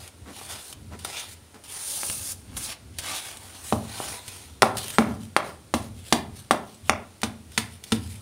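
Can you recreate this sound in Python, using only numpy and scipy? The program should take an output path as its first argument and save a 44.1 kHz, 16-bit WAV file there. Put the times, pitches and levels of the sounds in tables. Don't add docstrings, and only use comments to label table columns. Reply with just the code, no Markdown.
import sys
import numpy as np
from scipy import signal
from scipy.fft import rfft, irfft
from scipy.io import wavfile
from scipy.ndimage import uniform_filter1d, map_coordinates

SR = 44100
rng = np.random.default_rng(int(sys.argv[2]) if len(sys.argv) > 2 else 0)


def file_out(sig):
    cols = np.atleast_2d(sig).T
    lim = np.clip(cols, -1, 1)
    pcm = np.round(lim * 32767).astype(np.int16)
    wavfile.write(sys.argv[1], SR, pcm)


N = 362061

# f/Hz, level/dB
FLOOR_SPECTRUM = [(15, -54), (25, -31), (87, 7.5), (170, -11), (236, -5), (285, -10), (1230, -24),
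                  (1400, -20.5), (1560, -25), (3920, -24.5), (7710, -27.5), (9320, -21), (11300, -31.5),
                  (14800, -35), (16000, -34)]
FLOOR_RUMBLE_DB, FLOOR_HISS_DB = -50.5, -49.3

# t at full pressure/s, rise/s, hold/s, release/s, loose hiss/dB, packed rasp/dB, rub on bowl/dB
STROKES = [(0.0, 0.022, 0.084, .04, -50, -53, -53.5), (0.367, 0.16, 0.1, .06, -46, -48, -53.5),
           (0.493, .04, .015, 0.28, -40, -38, -43.5), (0.62, 0.17, 0.11, 0.033, -45.5, -53, -57),
           (1.079, 0.17, 0.13, 0.25, -44, -44, -47.5), (1.18, 0.1, 0.016, 0.088, -43, -34, -61),
           (1.297, 0.085, 0.041, 0.034, -46, -54, -73), (1.65, .015, .05, .1, -50, -52, -57),
           (1.71, 0.087, 0.12, 0.083, -40, -46, -52), (1.887, 0.26, 0.24, 0.37, -32, -43.5, -56),
           (2.265, 0.23, 0.056, 0.041, -33, -42.5, -69), (2.553, 0.21, .005, .03, -58, -55.5, -56),
           (2.57, .016, 0.0079, 0.06, -32, -50, -44), (2.643, 0.14, 0.012, 0.11, -34, -38.5, -49),
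           (2.698, 0.087, 0.021, 0.054, -38.5, -37.5, -44.5), (3.06, 0.14, 0.073, 0.057, -39, -35.5, -41.5),
           (3.153, .04, 0.016, 0.13, -33.5, -33, -45), (3.255, 0.11, 0.034, 0.24, -42, -42.5, -46.5),
           (3.429, 0.17, 0.21, 0.11, -49, -52.5, -52), (3.679, 0.13, 0.018, 0.25, -37.5, -44, -55),
           (3.998, 0.41, 0.14, 0.19, -38.5, -41.5, -44), (4.28, 0.11, 0.072, 0.36, -45, -46.5, -52)]
RAMP_DB = 33
TRICKLE_DB, TRICKLE_RASP_DB, TRICKLE_RUB_DB = -81, -73, -68.5
# f/Hz, level/dB
DUST_SPECTRUM = [(200, -11), (800, -8.5), (2500, -20), (4500, -4), (7000, -0.5), (8200, 0.5), (9400, 8.5),
                 (10800, -1), (12500, -5), (16000, -7)]
# f/Hz, level/dB
RASP_SPECTRUM = [(200, -27), (1200, -8.5), (1900, -4.5), (2700, -0.5), (3300, 1), (4400, -0.5),
                 (6000, -4.5), (9000, -12), (16000, -54)]
# f/Hz, level/dB
RUB_SPECTRUM = [(150, -10.5), (400, -4), (600, -5.5), (830, 0.5), (1100, -3.5), (1500, -5), (2200, -7),
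                (5000, -24), (16000, -49.5)]

# f/Hz, level/dB, t60/s
ROOM = [(50.3, -20, 0.66), (95.8, 8, 1), (168, -2, 0.7), (230, -9, 0.62), (598, -3.5, 0.41),
        (1300, -8, 0.36), (3480, -11, 0.32), (10100, -11, 0.064)]

# t/s, level of the run/dB, t60/s
SNAPS = [(.077, -38.5, 0.029), (.727, -32.5, 0.032), (.99, -42, 0.13), (1.047, -26, .06), (1.544, -49, .06),
         (1.638, -42, .08), (2.033, -27, .015), (2.0987, -25, .016), (2.5673, -29, 0.055),
         (2.9854, -25.5, 0.078), (3.371, -34.5, 0.026), (4.2795, -32, 0.055), (4.7703, -21.5, 0.032),
         (4.781, -25, 0.049), (4.842, -30, .03), (4.882, -28, .02), (4.903, -29, .042),
         (7.2174, -32, 0.017), (7.519, -42, 0.028), (7.8387, -32.5, 0.039)]
# t/s, table boom/dB, mortar thud/dB, knock before trim/dB, knock low edge f/Hz, knock top edge f/Hz,
# crunch/dB, crunch t60/s, crumb spray/dB
BLOWS = [(3.7249, -23, -13.5, -3.5, 328, 1020, -22.5, 0.029, -48),
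         (4.6211, -28, -49, -8.5, 400, 940, -4.5, 0.01, -29.5),
         (4.6227, -56, -30, -1.5, 400, 950, -19.5, .056, -45),
         (4.6307, -37, -15, 9, 623, 1400, -43, 0.37, -48),
         (4.9846, -19.5, -2, 10.5, 304, 1890, -13, .027, -28),
         (5.3651, -40, -36, 8.5, 556, 1950, -10.5, 0.024, -36),
         (5.7394, -23.5, -15.5, -5, 220, 1250, -16.5, 0.027, -32.5),
         (6.1252, -31.5, -13, 0, 230, 1390, -7.5, 0.033, -30),
         (6.5096, -40, -16.5, 4, 395, 1540, -14, 0.04, -35),
         (6.896, -37, -20, 5.5, 570, 2540, -8, 0.012, -50),
         (7.2324, -30, -18, -9.5, 200, 1930, -18, 0.05, -37.5),
         (7.5768, -30, -22, -16, 1500, 3380, -11, 0.03, -30.5),
         (7.9205, -21, -11.5, -13, 400, 1640, -16, 0.039, -33)]
SPRAY_T60_S = 0.24
# f/Hz, level/dB
CRUNCH_SPECTRUM = [(100, -0.5), (600, -2.5), (1300, 2.5), (2200, 4), (3500, 3), (5500, -2), (7500, -6.5),
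                   (9300, -1), (11500, -15.5), (16000, -22)]
# f/Hz, level/dB
CRUMB_SPECTRUM = [(150, 1), (800, -5), (2000, -0.5), (3500, 4), (5500, 0.5), (7500, -1.5), (9400, 6),
                  (11500, -4.5), (16000, -8.5)]

# t/s, level before trim/dB, low edge f/Hz, top edge f/Hz
BUMPS = [(.262, -36, 387, 1800), (0.414, -27, 293, 1190), (1.05, -19.5, 700, 1500), (1.544, -37, 400, 1800),
         (2.033, -14.5, 700, 2780), (2.101, -19.5, 2000, 3020), (4.002, -14.5, 150, 1100),
         (4.14, -34, 300, 860), (5.742, -17, 280, 410), (6.1273, -13, 300, 376)]
KNOCK_TRIM_DB = -2.0
# f/Hz, relative level/dB, t60/s
BOWL_MODES = [(403, -10.5, 0.025), (615.2, -23.5, 0.23), (823, -15.5, 0.036), (869, -16, 0.05),
              (1187, -8.5, 0.021), (1395, -3.5, 0.024), (1760, -28, 0.025), (2280, -13.5, 0.036),
              (2850, 9.5, 0.004), (3350, 5.5, 0.0081)]

# t/s, level/dB, half width/s
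PATS = [(0.293, -41.5, 0.027), (0.938, -41.5, 0.022), (1.559, -45.5, 0.017)]
# f/Hz, level/dB
PAT_SPECTRUM = [(60, -29), (200, 4), (400, -3.5), (700, -8), (1500, -10), (3000, -21), (8000, -27),
                (16000, -38)]

# f/Hz, relative level/dB, t60/s
MORTAR_MODES = [(230, 4, 0.086), (223.6, -23.5, 0.36), (267.3, -19, 0.35), (318, -11, 0.13),
                (457, -6, 0.064)]
# f/Hz, relative level/dB, t60/s
TABLE_MODES = [(89.5, -1.5, 0.21), (105.9, -7, 0.41)]

# t at full pressure/s, hold/s, level/dB
STIRS = [(4.793, 0.16, -37), (5.087, 0.0069, -44.5), (5.22, 0.026, -50.5), (5.46, 0.0098, -43.5),
         (5.83, 0.013, -46), (5.978, 0.022, -51.5), (6.073, 0.04, -46), (6.373, .02, -47.5),
         (6.655, 0.11, -56.5), (6.875, .02, -47), (7.542, 0.031, -49), (7.7, .04, -52), (7.87, 0.058, -47),
         (8.034, 0.065, -47), (8.11, 0.034, -46)]
STIR_RISE_S, STIR_RELEASE_S = 0.09, 0.14

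LIMIT_DB, RECOVER_DB_PER_S = 2, 40
EDGE_HZ = 15750


def amp(db):
    return 10 ** (np.asarray(db) / 20)


def evened(x):
    return x / np.sqrt(np.mean(x ** 2) + 1e-20)


def read(points, hz):
    f, value = np.transpose(points)
    return np.interp(np.log(hz + 1), np.log(f), value)


def add(mix, s, sound):
    part = mix[round(s * SR):][:len(sound)]
    part += sound[:len(part)]


def through(x, response):
    return signal.oaconvolve(x, response)[:len(x)]


def causal(db_at, size=2048):
    hz = abs(np.fft.fftfreq(size, 1 / SR))
    log_gain = np.log(amp(db_at(hz)) + 1e-5)
    min_phase = np.exp(np.conj(signal.hilbert(log_gain)))
    click = np.fft.ifft(min_phase).real[:size // 2]
    return click / np.linalg.norm(click)


def coloured(x, spectrum):
    return through(x, causal(lambda hz: read(spectrum, hz)))


def ring(modes):
    t = np.arange(SR) / SR
    return sum(amp(db - 60 * t / t60) * np.sin(2 * np.pi * hz * t) for hz, db, t60 in modes)


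def flutter(hz):
    values = rng.standard_normal(N)
    return evened(np.interp(np.arange(N) * hz / SR, np.arange(N), values))


def grit(per_s, spread_db):
    size = amp(spread_db * np.minimum(rng.exponential(1, N), 4))
    sign = rng.choice([-1., 1.], N)
    return evened(size * sign * (rng.random(N) < per_s / SR))


def floor():
    hz = np.fft.rfftfreq(N, 1 / SR)
    white = rfft(rng.standard_normal(N))
    noise = evened(irfft(white * amp(read(FLOOR_SPECTRUM, hz)), N))
    rumble = irfft(rfft(noise) / (1 + (hz / 300) ** 4), N)
    hiss = noise - rumble
    wander = amp(5.0 * flutter(hz=9))
    return amp(FLOOR_HISS_DB) * hiss + amp(FLOOR_RUMBLE_DB) * rumble * wander


def stroke(s, rise_s, hold_s, release_s, rounding=1.076):
    t = np.arange(N) / SR - s
    off_peak = np.maximum(-t / rise_s, (t - hold_s) / release_s)
    return amp(-RAMP_DB * np.clip(off_peak, 0, 10) ** rounding)


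def patchy(x, depth_db, width_hz=500, length_s=.05):
    hz, frame_s, z = signal.stft(x, SR, nperseg=512, noverlap=384)
    where = np.meshgrid(frame_s / length_s, hz / width_hz)
    patches = map_coordinates(rng.standard_normal((400, 200)), where, order=1, mode="wrap")
    z = z * amp(depth_db * evened(patches))
    return evened(signal.istft(z, SR, nperseg=512, noverlap=384)[1][:N])


def powder():
    power = amp([[TRICKLE_DB], [TRICKLE_RASP_DB], [TRICKLE_RUB_DB]]) ** 2
    for row in STROKES:
        power = power + np.outer(amp(row[4:]), stroke(*row[:4])) ** 2
    loose, packed, on_bowl = np.sqrt(power)
    slips = flutter(hz=169.8)

    dust_grit = patchy(grit(per_s=20000, spread_db=3.5), depth_db=1.5)
    rasp_grit = patchy(grit(per_s=4500, spread_db=1.5), depth_db=2.5)
    rub_grit = patchy(grit(per_s=2500, spread_db=2.4), depth_db=2, width_hz=202)

    hiss = loose * evened(amp(1.1 * slips)) * dust_grit
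    rasp = packed * evened(amp(1.06 * slips)) * rasp_grit
    rub = on_bowl * evened(amp(2.4 * slips)) * rub_grit
    return coloured(hiss, DUST_SPECTRUM) + coloured(rasp, RASP_SPECTRUM) + coloured(rub, RUB_SPECTRUM)


def room(x, build_s=0.0029, near_db=-13, near_t60_s=0.017):
    t = np.arange(SR) / SR
    taps = evened(rng.standard_normal(SR) * (rng.random(SR) < 4000 / SR))
    hz, frame_s, z = signal.stft(taps, SR, nperseg=1024)
    rows = np.array(ROOM)
    db = read(rows[:, :2], hz)[:, None]
    t60 = read(rows[:, ::2], hz)[:, None]
    same_energy = np.sqrt(np.log(1e6) / (t60 * SR))
    z = z * amp(db - 60 * frame_s / t60) * same_energy
    tail = signal.istft(z, SR, nperseg=1024)[1][:SR] * (1 - np.exp(-(t / build_s) ** 2))
    near = rng.standard_normal(SR) * amp(-60 * t / near_t60_s) * (t > .0015)
    return through(x, tail + amp(near_db) * near / np.linalg.norm(near))


def avalanches(rows, crack_db, spread_db, rise_s=0.00026, brittle_s=0.017):
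    force, cracks, t = np.zeros(N), np.zeros(N), np.arange(SR // 3) / SR
    for s, db, t60 in rows:
        add(force, s, amp(db - 60 * t / t60) * (1 - np.exp(-t / rise_s)))
        add(cracks, s, amp([db + crack_db]) * min(1, brittle_s / t60))
    clumps = evened(amp(0.85 * flutter(hz=695)))
    return cracks + force * clumps * grit(per_s=24000, spread_db=spread_db)


def crunches():
    snaps = avalanches(SNAPS, crack_db=15.5, spread_db=-0.5)
    lumps = avalanches([(row[0], *row[6:8]) for row in BLOWS], crack_db=7.0, spread_db=0.5)
    spray_rows = [(row[0], row[8], SPRAY_T60_S) for row in BLOWS]
    spray = avalanches(spray_rows, crack_db=0, spread_db=5.5)
    return coloured(lumps, CRUNCH_SPECTRUM) + coloured(spray + snaps, CRUMB_SPECTRUM)


def knock(low_hz, top_hz, steep=3.8, ring_db=-28, bass_hz=130):
    def push_db(f):
        rise_db = 20 * np.log10((f + 1) ** 2 / np.hypot(f, low_hz) / np.hypot(f, bass_hz))
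        return rise_db - 10 * np.log10(1 + (f / top_hz) ** (2 * steep))

    push = np.pad(causal(push_db), (0, SR // 4))
    sound = push + amp(ring_db) * through(push, ring(BOWL_MODES))
    return sound / abs(sound).max()


def knocks():
    out = np.zeros(N)
    for s, db, low_hz, top_hz in BUMPS + [(row[0], *row[3:6]) for row in BLOWS]:
        add(out, s, amp(db + KNOCK_TRIM_DB) * knock(low_hz, top_hz))
    return out


def pats():
    t = np.arange(N) / SR
    fall = sum(amp(db) / (1 + ((t - s) / half_width_s) ** 4) for s, db, half_width_s in PATS)
    return coloured(fall * grit(per_s=5000, spread_db=3.0), PAT_SPECTRUM)


def thuds(rise_s=0.0056, table_rise_s=0.0093):
    out, t = np.zeros(N), np.arange(SR) / SR
    thud = ring(MORTAR_MODES) * (1 - np.exp(-t / rise_s))
    boom = ring(TABLE_MODES) * (1 - np.exp(-t / table_rise_s))
    for s, boom_db, thud_db, *_ in BLOWS:
        add(out, s, amp(boom_db) * boom + amp(thud_db) * thud)
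    return out


def grinding():
    power = sum((amp(db) * stroke(s, STIR_RISE_S, hold_s, STIR_RELEASE_S)) ** 2
                for s, hold_s, db in STIRS)
    clumps = evened(amp(1.7 * flutter(hz=142)))
    crumbs = patchy(grit(per_s=9000, spread_db=5.0), depth_db=2.5)
    return coloured(np.sqrt(power) * clumps * crumbs, CRUMB_SPECTRUM)


def scene():
    close = powder() + crunches() + knocks() + pats() + thuds() + grinding()
    turn = 2 * np.pi * .3 * np.arange(N) / SR
    reverb = room(close * np.cos(turn)) + room(close * np.sin(turn))
    return (close + reverb + floor())[None]


def record(dry):
    over_db = np.maximum(20 * np.log10(abs(dry[0]) + 1e-9) - LIMIT_DB, 0)
    recovery_db = RECOVER_DB_PER_S * np.arange(N) / SR
    held_db = np.maximum.accumulate(over_db + recovery_db) - recovery_db
    duck_db = uniform_filter1d(held_db, size=64)
    limited = np.clip(dry * amp(-duck_db), -1, 1)
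    low_pass = signal.firwin(401, EDGE_HZ, window=("kaiser", 8), fs=SR)
    return signal.oaconvolve(limited, low_pass[None], "same")


dry = scene()
out = record(dry)
file_out(out)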